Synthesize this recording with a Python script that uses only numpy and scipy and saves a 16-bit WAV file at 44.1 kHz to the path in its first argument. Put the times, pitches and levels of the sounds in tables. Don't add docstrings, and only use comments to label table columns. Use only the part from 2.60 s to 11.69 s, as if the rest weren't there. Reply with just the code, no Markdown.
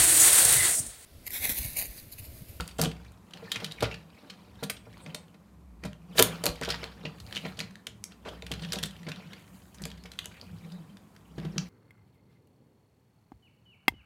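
import sys
import numpy as np
from scipy import signal
from scipy.fft import rfft, irfft, next_fast_len
from scipy.io import wavfile
from scipy.ndimage import uniform_filter1d, map_coordinates

SR = 44100
rng = np.random.default_rng(int(sys.argv[2]) if len(sys.argv) > 2 else 0)


def master_out(mix):
    frames = np.transpose(np.atleast_2d(mix))
    ceiling = np.clip(frames, -1, 1)
    pcm = np.round(ceiling * 32767).astype(np.int16)
    wavfile.write(sys.argv[1], SR, pcm)


def invert_db(level):
    return 10 ** (np.asarray(level, dtype=float) / 20)


N = 400869

# start in seconds, level in dB, loudest shell in Hz,
# treble of the hard edge in dB, length of the chatter in ms (held between 0.5 and 12).
CLICKS = [(.0067, -23, 3780, -11, 2.4), (0.0769, -28.5, 4600, 0.5, 3.86), (.0864, -36.5, 3100, -19, 8.9),
          (.184, -29.5, 3100, -4, 14), (0.1935, -22.5, 1320, -9, 13.4), (0.2145, -11, 4740, 1.5, 3.9),
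          (.223, -22, 3000, 2, 6.8), (0.2369, -16.5, 4230, -3, 3.9), (0.2455, -23, 3100, -10, 10),
          (0.2551, -17.5, 3100, -22, 6.1), (0.3141, -33.5, 2670, -17.5, 5.9), (.5195, -45, 1380, -5, 2.3),
          (.7083, -44.5, 3200, -8.5, 4.5), (0.7352, -30.5, 3100, -20.5, 6.2), (0.7724, -37, 1890, -20, 3.1),
          (0.917, -14, 3540, -11, 6.7), (.9424, -29, 3200, -28, 13), (0.9582, -20, 2360, -23, 6.5),
          (.965, -29, 2450, -26, 11), (0.9998, -33, 2110, -20, 12), (1.0444, -19, 3470, -12, 5.4),
          (1.0632, -33.5, 3490, -19, 3.5), (1.112, -31.5, 3620, -24, 5.6),
          (1.121, -26.5, 4010, -12.5, 2.26), (1.2059, -25, 3620, -12, 5.7), (1.2242, -21, 1236, -14, 14.4),
          (1.24, -25, 2480, -38, 11), (1.2526, -25, 1310, -40, 9.9), (1.3123, -27.5, 2390, -39, 9),
          (1.3415, -31, 2400, -27, 5.6), (1.6983, -33, 4050, -18.5, 13.8), (1.9551, -49, 3360, -10, 3.1),
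          (2.029, -31, 2000, -9, 7.3), (2.0342, -21.5, 3710, -6, 10), (2.0978, -16.5, 2280, -4, 6.9),
          (2.1668, -37, 3190, -25, 7.6), (2.335, -48, 3500, -15, 2), (2.3787, -41.5, 4200, -7, 2.2),
          (2.4617, -33.5, 2220, -32, 4.9), (2.546, -21.5, 3705, -7, 5.4), (2.6815, -48.5, 2800, -16, 3.5),
          (2.7424, -48, 2160, -25, 8.2), (3.2367, -29, 2220, -18.5, 4.9), (3.25, -32, 1320, -10.5, 12),
          (3.3313, -36, 2700, -21, 1.3), (3.574, -23, 3000, -7, 12), (3.581, -7, 3730, -15, 8.57),
          (3.5905, -3, 1620, -6, 5.3), (3.5962, -2, 4100, -16, 1.7), (3.599, -11.5, 3000, 9.5, 4.7),
          (3.6245, 2.5, 4000, -3.5, 2.3), (3.838, -19, 4550, -1.5, 4.85), (3.8564, -9.5, 3600, 1, 2.3),
          (3.8647, -7, 4230, -4, 1.77), (3.89, -25, 2770, -16, 1.6), (3.9567, -39, 2280, -8, 2.7),
          (4.0125, -25, 1590, -11, 3.15), (4.0227, -26, 1980, -33, 8.3), (4.032, -22, 1580, -16, 9.6),
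          (4.0485, -23, 4740, -16.5, 2.7), (4.0539, -26.5, 3120, -25.5, 7.9),
          (4.0882, -23.5, 3130, -15, 6.8), (4.1025, -17, 4740, -17.5, 7.7), (4.1123, -23.5, 4440, -18, 2.4),
          (4.1222, -21, 3100, -21, 3.2), (4.1478, -31, 4180, -21, 1.8), (4.159, -34, 4480, -27, 2.9),
          (4.2308, -27.5, 2280, -33, 5.6), (4.2408, -23, 3830, -19, 2.42), (4.452, -22.5, 2650, -42, 7.5),
          (4.4622, -34, 2700, -42, 11), (4.6007, -32.5, 4310, -11.5, 4.7), (4.665, -38, 4500, -15, 2.7),
          (4.6735, -41, 4440, -16, 2.2), (4.7258, -22, 3100, -20, 2.2), (4.7492, -28, 4310, -18, 6.2),
          (4.759, -24, 3100, -19, 3.7), (4.7663, -19, 2820, -28, 3.8), (4.775, -21.5, 2800, -22, 2.85),
          (4.8503, -28, 2180, -43, 14), (4.8625, -33, 1770, -32.5, 5.8), (4.97, -39, 4370, -16, 11),
          (4.9901, -23.5, 3270, -10, 7.5), (5.0033, -18, 4270, -23, 1.6), (5.0089, -24.5, 4330, -14.5, 5.7),
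          (5.1085, -43.5, 1920, -15, 4.4), (5.1557, -33.5, 1755, -17, 1.62),
          (5.2687, -20.5, 3100, -12.5, 3.2), (5.44, -20, 5540, -0.5, 2.2), (5.52, -39, 3060, -24.5, 3.3),
          (5.685, -32, 3270, -21, 10), (5.8229, -26.5, 3790, -21, 1.6), (5.865, -30.5, 3240, -14, 4.8),
          (5.9156, -20, 3100, -10, 3.6), (5.92, -22, 2950, -14, 4.9), (5.9377, -25.5, 3500, -15, 3.36),
          (5.9946, -35, 3140, -25, 6.8), (6.02, -33, 4200, -18, 12), (6.033, -31, 3100, -26, 14),
          (6.0475, -27, 3300, -30, 5.8), (6.1217, -16.5, 4820, -11, 3.4), (6.13, -20.5, 3410, -7, 8.1),
          (6.1363, -26, 3320, -11, 6.3), (6.1569, -24.5, 4300, -21, 3.7), (6.1864, -23, 3320, -10, 5),
          (6.228, -22.5, 3430, -10.5, 18), (6.237, -10.5, 3380, -12, 0.59), (6.255, -29.5, 3200, -3, 11),
          (6.3087, -38.5, 3270, -8, 4.4), (6.3648, -39, 3140, -16.5, 2.8), (6.4308, -40, 1940, -12.5, 6),
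          (6.4661, -32.5, 2180, -29.5, 14), (6.4853, -27, 1720, -19, 13), (6.5171, -27, 2700, -23, 4.7),
          (6.537, -38, 3270, -27, 1.7), (6.5596, -36, 3300, -19, 3.1), (6.672, -46, 3450, -19, 5.2),
          (6.732, -33.5, 1810, -19.5, 4.6), (7.1436, -42.5, 6150, -5, 12), (7.1839, -41, 3200, -16, 2.8),
          (7.2193, -34, 1560, 2, 4.8), (7.238, -26, 4860, -21, 1.7), (7.2535, -23.5, 2350, -6.5, 3),
          (7.3012, -36, 4050, -12, 4.7), (7.3153, -31.5, 3440, -17.5, 3.1), (7.3742, -46, 1980, -18, 9),
          (7.437, -37.5, 4870, -12, 4.3), (7.4556, -35.5, 1940, -23, 9.9), (7.517, -33, 3940, -11, 4),
          (7.5338, -42, 2626, -11, 6), (7.5893, -18.5, 3150, -14, 3), (7.6434, -35, 3170, -12, 4.4),
          (7.6572, -22.5, 3280, -2.5, 1.7), (7.813, -31, 4740, -23, 2.07), (8.1191, -39.5, 4740, -16, 6.45),
          (8.3697, -40, 3370, -17, 2.6), (8.563, -42.5, 1678, -17.5, 2.8), (8.7809, -37.5, 1680, -22, 10),
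          (8.8, -35.5, 3200, -24, 1.17), (8.8496, -37.5, 1420, -19.5, 7.6), (8.9809, -16, 5270, -36, 2.2)]
# start in seconds, base level in dB,
# boom (middle low modes) in dB, thud (lowest modes) in dB.
KNOCKS = [(0.19, -17, -7.5, -13), (0.257, -23.5, 1.5, -6), (0.825, -34.5, -6, -20), (0.955, -37, -7, -2.5),
          (1.001, -42, -17, -19), (1.021, -32.5, -25, -14), (1.214, -38, 4, -8), (1.224, -12.5, -21, -7.5),
          (2.026, -23.5, -6.5, -24), (2.097, -33, -12, -21), (2.267, -41, -8, -6), (2.462, -42, 3, -19),
          (2.544, -34, -12, -23.5), (2.741, -48, -7, -14), (3.234, -37, 3, -10), (3.249, -29.5, -17, -4.5),
          (3.553, -35, -11, -23), (3.582, -19, -19, -25.5), (3.592, -8.5, -20, -21.5),
          (3.603, -10.5, -20, -20.5), (3.838, -22.5, -34.5, -17), (3.861, -29.5, -10, -18.5),
          (4.013, -23.5, -9, -18), (4.078, -22, -40.5, -14), (4.228, -29.5, -30.5, -20),
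          (4.451, -27.5, 0, -21), (4.722, -43.5, 2, -3), (4.762, -34, 0, -15), (4.836, -41, -1, -18),
          (4.852, -26.5, -20, -19), (4.982, -35.5, -4, -5), (5.007, -35.5, -6.5, -17.5),
          (5.27, -43.5, -12.5, -5), (5.657, -30.5, -15.5, -12), (5.68, -29.5, -21, -20),
          (5.825, -37, -23, -7), (5.91, -28.5, 0.5, -0.5), (6.019, -35, -1, -15), (6.12, -41, 3, -18),
          (6.137, -30, -22, -11), (6.245, -45.5, 11, -10), (6.466, -38.5, 5.5, -23), (6.478, -30, -3.5, -9),
          (6.722, -43, 0, -9.5), (7.215, -45.5, 10, 2.5), (7.255, -34.5, -8, -10), (7.449, -41.5, -13, -14),
          (7.655, -42, -14, -8.5), (7.825, -42.5, -10, -16.5), (8.78, -36, 11, -27), (8.849, -35.5, 9, -13),
          (8.939, -49, 13, -13), (8.961, -38.5, 12, -15)]
# pitch in Hz, level in dB, time to fall 60 dB in seconds before any widening.
SHELL_MODES = [(1580, 7, 0.002), (2000, 13, 0.0049), (2450, 5.5, 0.0025), (3100, 12.5, 0.0093),
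               (3910, 3, 0.0015), (4825, 11, 0.015), (5395, 0.5, 0.002), (7400, 1.5, 0.003)]
# pitch in Hz, level in dB, time to fall 60 dB in seconds before any widening.
TABLE_MODES = [(62.8, -2, 0.15), (112.9, 0.5, .25), (159.5, 0.5, 0.21), (195.6, -0.5, .2), (264, -3, 0.095),
               (396, -6.5, 0.051), (455.5, -1.5, 0.074), (605.3, -5.5, 0.072), (651.6, -7.5, 0.074),
               (759.6, -7.5, 0.045), (982, -12, .07), (1148, -13.5, 0.047), (1390, -15, 0.081)]
# frequency in Hz, level in dB.
SCRAPE_COLOUR = [(530, -25.5), (900, 3.5), (1100, -3.5), (1420, -5.5), (2610, -4), (3120, -5.5),
                 (4720, -8.5), (7000, -20), (9100, -54), (15400, -120)]
# frequency in Hz, level in dB.
HUM_COLOUR = [(15, -54), (25, -35.5), (87, -13), (161, -23.5), (195, -0.5), (263, -12.5), (301, -11.5),
              (476, -19.5), (887, -21.5), (1040, -19.5), (1650, -31.5), (2480, -32.5), (2760, -37),
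              (14800, -45), (16000, -64)]
# frequency in Hz, time to fall 60 dB in seconds.
ROOM_DECAY = [(150, 0.32), (600, 0.34), (3000, 0.25), (8000, 0.21), (15000, 0.13)]
# start in seconds, level in dB, rise time in seconds, time to fall 60 dB in seconds.
SPRING_NOTES = [(2.101, -57, .002, .36), (2.547, -60, .002, .34), (6.008, -54, .006, .13)]
SPRING_HZ = [8100, 8300]
# start in seconds, end in seconds, centre in Hz,
# width in octaves, level in dB, lateness of the swell (a power, no unit).
RUBS = [(2.397, 2.45, 8650, 0.15, -58, 0.88), (3.526, 3.596, 3980, 1.72, -24, 4.3),
        (7.603, 7.67, 2970, 0.053, -56, 0.29), (7.745, 7.79, 2230, 0.29, -53.5, .6),
        (8.103, 8.19, 3820, 0.086, -65.5, 0.42), (5.65, 5.687, 1110, 1.2, -45, 0.15),
        (7.381, 7.433, 4230, 0.066, -65, .4)]
# peak in seconds, time to fall 20 dB in seconds
# (negative: slow rise, quick fall), scrape in dB, drag in dB, boom in dB.
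SHOVES = [(.0, 0.0383, -38, -41.5, -26), (0.231, 0.0334, -34, -29.5, -26.5), (.42, .1, -60, -74, -59),
          (.76, 0.08, -60, -53.5, -59), (.95, 0.4, -56, -57, -59.5), (1.04, 0.1, -49, -59, -45),
          (1.245, -0.04, -41, -39, -33), (1.32, -0.13, -51.5, -65, -52), (1.69, -1.03, -63, -64, -68),
          (2.03, -0.1, -61, -71, -56), (2.48, 0.2, -63.5, -54, -53), (3.26, .05, -44.5, -55, -35),
          (3.622, 0.22, -46, -42.5, -34.5), (3.87, 0.05, -34.5, -34, -38.5), (4.1, 0.07, -39, -43, -39.5),
          (4.245, -0.3, -49, -58, -55.5), (4.47, -0.23, -58, -55.5, -50), (4.731, 0.05, -48, -63, -48),
          (4.859, 0.0819, -46.5, -47, -36.5), (5.039, 0.13, -55, -67, -46.5), (5.52, .08, -62, -67.5, -57),
          (5.675, .08, -55.5, -44, -54.5), (5.73, 0.06, -51.5, -54, -61), (5.92, 0.12, -57, -53, -50),
          (6.049, 0.3, -60, -65, -41.5), (6.17, 0.03, -53, -41.5, -41), (6.235, -0.01, -57, -49, -31.5),
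          (6.529, 0.28, -57, -59.5, -42.5), (6.73, -0.1, -61, -68, -58), (6.95, 0.04, -72, -67, -54),
          (7.24, 0.2, -55, -61.5, -46.5), (7.93, 0.08, -71, -69, -40), (8.05, 0.1, -63.5, -58, -49),
          (8.16, 0.3, -66, -61, -46), (8.83, 0.27, -55, -55.5, -43.5), (8.989, 0.11, -54.5, -57, -36.5)]
# time in seconds, scrape in dB before its trim, treble of the scrape in dB.
HANDLING = [(0, -60, -60), (.4, -61, -74), (.66, -73, -76), (.95, -57, -68), (1.45, -78, -77),
            (1.97, -71, -76.5), (2.4, -61.5, -72), (2.7, -73, -79), (3.4, -92, -83), (3.72, -56, -62),
            (3.99, -61, -70), (4.2, -65, -73.5), (4.4, -71, -80), (4.75, -55.5, -61), (5.15, -76, -80),
            (5.6, -77, -78), (6.1, -58, -67.5), (6.6, -65, -76), (7.0, -67.5, -65), (7.35, -69, -75.5),
            (7.65, -60.5, -69.5), (8.1, -67, -70), (8.3, -75, -74.5), (8.7, -74.5, -75), (9.09, -74, -72)]
# peak in seconds,
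# time to fall 20 dB in seconds (negative: slow rise, quick fall), level in dB.
SWAYS = [(.0, 0.04, -30.5), (.24, 0.34, -40.5), (1.24, 0.15, -38.5), (3.3, -0.47, -43), (3.62, 0.14, -40),
         (3.9, 0.03, -31), (4.1, 0.47, -44), (5.72, 0.45, -47.5), (5.93, 0.26, -44), (6.18, 0.34, -47.5),
         (7.24, 0.66, -49), (8.81, 0.5, -49)]

LEAD = 128
EDGE_TOP_DB = -10
HARD_FROM_DB, HARD_SLOPE = -19.5, 0.57
DULL_FROM_DB, DULL_SLOPE = -16, 0.27
TICK_TRIES = 170
TICK_BUSY_DB, TICK_OVER_DB = -61.5, 20
THUMP_DB, THUMP_HZ, THUMP_T60 = -3, 329, .018
BETWEEN = .35
RISE_SHARE = 0.51
DRAG_DB, FIZZ_DB = -3.5, -19
REST_BOOM_DB, REST_SWAY_DB = -60, -59
SWAY_FOLLOWS = .3
HUM_DB = -59
MIC_LOW_HZ, MIC_TOP_HZ = 45, 15500


def clicks():
    contacts = np.vstack([CLICKS, ticks()])
    start, db, centre_hz, edge_db, ms = contacts.T[:, :, None]
    t = np.arange(1024) / SR
    f = np.fft.rfftfreq(1024, 1 / SR) + 1

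    def band(hz, octaves):
        return np.exp(-.5 * (np.log2(f / hz) / octaves) ** 2)

    nearest_shell = 1 / (1 + (4.0 * (f / centre_hz - centre_hz / f)) ** 2)
    other_shells = invert_db(-9.5) * np.abs(resonances(SHELL_MODES, widen=1.2)(f))
    other_shells = other_shells / (1 + (f / 5500) ** 6) / (1 + (900 / f) ** 4)
    others_gain = invert_db(DULL_SLOPE * np.minimum(edge_db - DULL_FROM_DB, 0))
    top_gain = invert_db(EDGE_TOP_DB + HARD_SLOPE * np.maximum(db - HARD_FROM_DB, 0))
    edge = band(hz=8200, octaves=0.36) + top_gain * band(hz=12900, octaves=0.24)
    colour = nearest_shell + others_gain * other_shells + invert_db(edge_db) * edge

    u = np.maximum(t - LEAD / SR, 0) / np.clip(ms / 1000, .0005, .012)
    shape = u ** 0.72 * (np.exp(-3 * u) + .08 * np.exp(-u))
    chatter = rng.standard_normal((len(start), len(t))) * shape
    hits = irfft(rfft(chatter) * colour)
    hits *= invert_db(db - 1.5) / np.abs(hits).max(axis=1, keepdims=True)
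    out = np.zeros(N + SR)
    for s, hit in zip(start[:, 0], hits):
        out[round(s * SR):][:len(t)] += hit
    return out[LEAD:][:N]


def ticks():
    start, keep, size, pitch, edge, length = rng.random((TICK_TRIES, 6)).T
    start = start * (N / SR - .03)
    busy_db = np.interp(start, *np.transpose(HANDLING)[:2])
    sounds = keep < invert_db(busy_db - TICK_BUSY_DB)
    db = np.where(sounds, busy_db + TICK_OVER_DB - 8 * size, -200)
    return np.c_[start, db, 1400 * 3.3 ** pitch, -28 + 17 * edge, 2.2 + 6 * length]


def knocks():
    out = np.zeros(N + SR)
    t = np.arange(SR // 4) / SR
    hz = np.transpose(TABLE_MODES)[0]
    push = invert_db(THUMP_DB) * ring([(THUMP_HZ, 0, THUMP_T60)], np.zeros(1), t, attack=0.006)
    for s, db, boom_db, thud_db in KNOCKS:
        between_db = BETWEEN * min(boom_db, 0)
        share_db = np.select([hz < 125, hz < 230, hz < 330], [thud_db, boom_db, between_db], 0)
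        share_db = share_db + rng.normal(0, 1.7, len(hz))
        loudest_db = max(0, boom_db, thud_db)
        ringing = ring(TABLE_MODES, share_db, t, attack=0.71 / hz[:, None])
        knock = invert_db(boom_db - loudest_db) * push + ringing
        out[round(s * SR):][:len(t)] += invert_db(db + loudest_db - 1.5) * knock
    return out[:N]


def sliding():
    t = np.arange(N) / SR
    s, *columns = np.transpose(HANDLING)
    fingers, treble = [invert_db(np.interp(t, s, c)) for c in columns]
    rubbing, dragging, shaking = swells(SHOVES)

    def scrape_colour(f):
        return (.5 + resonances(SHELL_MODES, widen=.8)(f)) * invert_db(along(SCRAPE_COLOUR, f))

    def fizz_colour(f):
        return invert_db(along([(4000, -44.5), (6500, -0.5), (15000, -4)], f))

    scrape = unit(filtered(patchy(grit(rate=1300, spread_db=3.5), depth_db=5.5), scrape_colour))
    fizz = unit(filtered(patchy(grit(rate=4800, spread_db=2.5), depth_db=1.5), fizz_colour))
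    drag = unit(filtered(grit(rate=550, spread_db=4.0), resonances(TABLE_MODES[4:], widen=2.3)))
    boom_modes = resonances(TABLE_MODES[2:4], widen=2.5)
    sway_modes = resonances(TABLE_MODES[:2], widen=3.0)
    boom = unit(filtered(rng.standard_normal(N), lambda f: boom_modes(f) ** 2))
    sway = unit(filtered(rng.standard_normal(N), lambda f: sway_modes(f) ** 2))
    rock = unit(np.sin(2 * np.pi * TABLE_MODES[0][0] * t + 0.9 * wobble(10)))

    jerk = invert_db(1.3 * wobble(35))
    scrape_gain = jerk * (invert_db(-3.5 + 2.0 * wobble(14)) * fingers + rubbing)
    fizz_gain = jerk * (treble + invert_db(FIZZ_DB) * rubbing)
    drag_gain = invert_db(1.5 * wobble(25)) * (invert_db(DRAG_DB) * fingers + dragging)
    boom_gain = invert_db(REST_BOOM_DB + 1.6 * wobble(8)) + shaking
    busy = (fingers / np.median(fingers)) ** SWAY_FOLLOWS
    sway_gain = busy * invert_db(REST_SWAY_DB + 4.3 * wobble(9))
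    friction = scrape_gain * scrape + fizz_gain * fizz + drag_gain * drag
    return friction + boom_gain * boom + sway_gain * sway + swells(SWAYS)[0] * rock


def grit(rate, spread_db):
    slips = (rng.random(N) < rate / SR) * invert_db(spread_db * rng.exponential(size=N))
    return unit(slips * rng.standard_normal(N)) + 1.7 * rng.standard_normal(N)


def patchy(x, depth_db):
    z = signal.stft(x, nperseg=256)[2]
    field = uniform_filter1d(rng.standard_normal(z.shape), size=4, axis=0)
    field = uniform_filter1d(field, size=5, axis=1)
    return signal.istft(z * invert_db(depth_db * unit(field)), nperseg=256)[1][:N]


def swells(rows):
    t = np.arange(N) / SR
    out = np.zeros((len(rows[0]) - 2, N))
    for peak, fall, *db in rows:
        near = slice(max(0, round((peak - .5) * SR)), round((peak + .5) * SR))
        late = (t[near] - peak) / fall
        out[:, near] += invert_db(np.c_[db] - 20 * np.maximum(late, -late / RISE_SHARE))
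    return out


def rubs():
    out = np.zeros(N)
    for start, end, hz, octaves, db, late in RUBS:
        u = np.linspace(0, 1, round((end - start) * SR))

        def band(f):
            return np.exp(-.5 * (np.log2((f + 1) / hz) / octaves) ** 2)

        noise = unit(filtered(rng.standard_normal(8192), band))
        swell = u ** abs(late) * np.sqrt(np.minimum(1, 8 * (1 - u)))
        out[round(start * SR):][:len(u)] += invert_db(db) * swell * noise[:len(u)]
    return out


def spring():
    out = np.zeros(N + SR)
    t = np.arange(SR // 3) / SR
    for s, db, rise, t60 in SPRING_NOTES:
        drift = .035 * np.cumsum(rng.standard_normal((2, len(t))), axis=1)
        tones = np.sin(2 * np.pi * np.c_[SPRING_HZ] * t + drift).sum(axis=0)
        fade = invert_db(db - 60 * t / t60) * (1 - np.exp(-t / rise))
        out[round(s * SR):][:len(t)] += fade * tones
    return out[:N]


def room(x):
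    out = np.zeros(N + 2 * SR)
    step = SR // 5
    for start in range(0, N, step):
        hz, t, z = signal.stft(rng.standard_normal(SR // 2), SR, nperseg=256)
        decay = invert_db(-60 * t / along(ROOM_DECAY, hz)[:, None])
        tail = signal.istft(z * decay, SR, nperseg=256)[1]
        wet = signal.fftconvolve(x[start:start + step], tail / np.linalg.norm(tail))
        out[start + round(.005 * SR):][:len(wet)] += wet
    return out[:N]


def hum():
    noise = filtered(rng.standard_normal(N), lambda f: invert_db(along(HUM_COLOUR, f)))
    return invert_db(HUM_DB + 0.62 * wobble(2.5)) * unit(noise)


def resonances(modes, widen):
    def response(f):
        total = 0
        for k, (hz, db, t60) in enumerate(modes):
            width = widen * np.log(1000) / np.pi / t60
            peak = 1j * f * width / (hz * hz - f * f + 1j * f * width)
            total = total + (-1) ** k * invert_db(db) * peak
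        return total
    return response


def ring(modes, gain_db, t, attack):
    hz, db, t60 = np.transpose(modes)[:, :, None]
    fade = invert_db(db + gain_db[:, None] - 60 * t / t60) * (1 - np.exp(-t / attack))
    x = np.sum(fade * np.sin(2 * np.pi * hz * t), axis=0)
    return x / np.abs(x).max()


def unit(x):
    return x / np.sqrt(np.mean(x ** 2) + 1e-20)


def along(points, hz):
    f, v = np.transpose(points)
    return np.interp(np.log(hz + 1), np.log(f + 1), v)


def wobble(rate):
    knots = rng.standard_normal(int(N * rate / SR) + 4)
    return map_coordinates(knots, [np.arange(N) * rate / SR])


def filtered(x, response):
    m = next_fast_len(len(x) + 8192)
    return irfft(rfft(x, m) * response(np.fft.rfftfreq(m, 1 / SR)), m)[:len(x)]


def scene():
    toy = clicks() + spring() + rubs() + knocks() + sliding()
    return (toy + invert_db(-10) * room(toy) + hum())[None]


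def low_pass(x):
    return signal.sosfilt(signal.butter(12, 16490, fs=SR, output="sos"), x)


def record(dry):
    def microphone(f):
        return 1j * f / (MIC_LOW_HZ + 1j * f) / np.sqrt(1 + (f / MIC_TOP_HZ) ** 40)

    heard = filtered(dry[0], microphone)[None]
    mix = heard / (1 + np.abs(heard) ** 8) ** (1 / 8)
    return low_pass(mix)


dry = scene()
out = record(dry)
master_out(out)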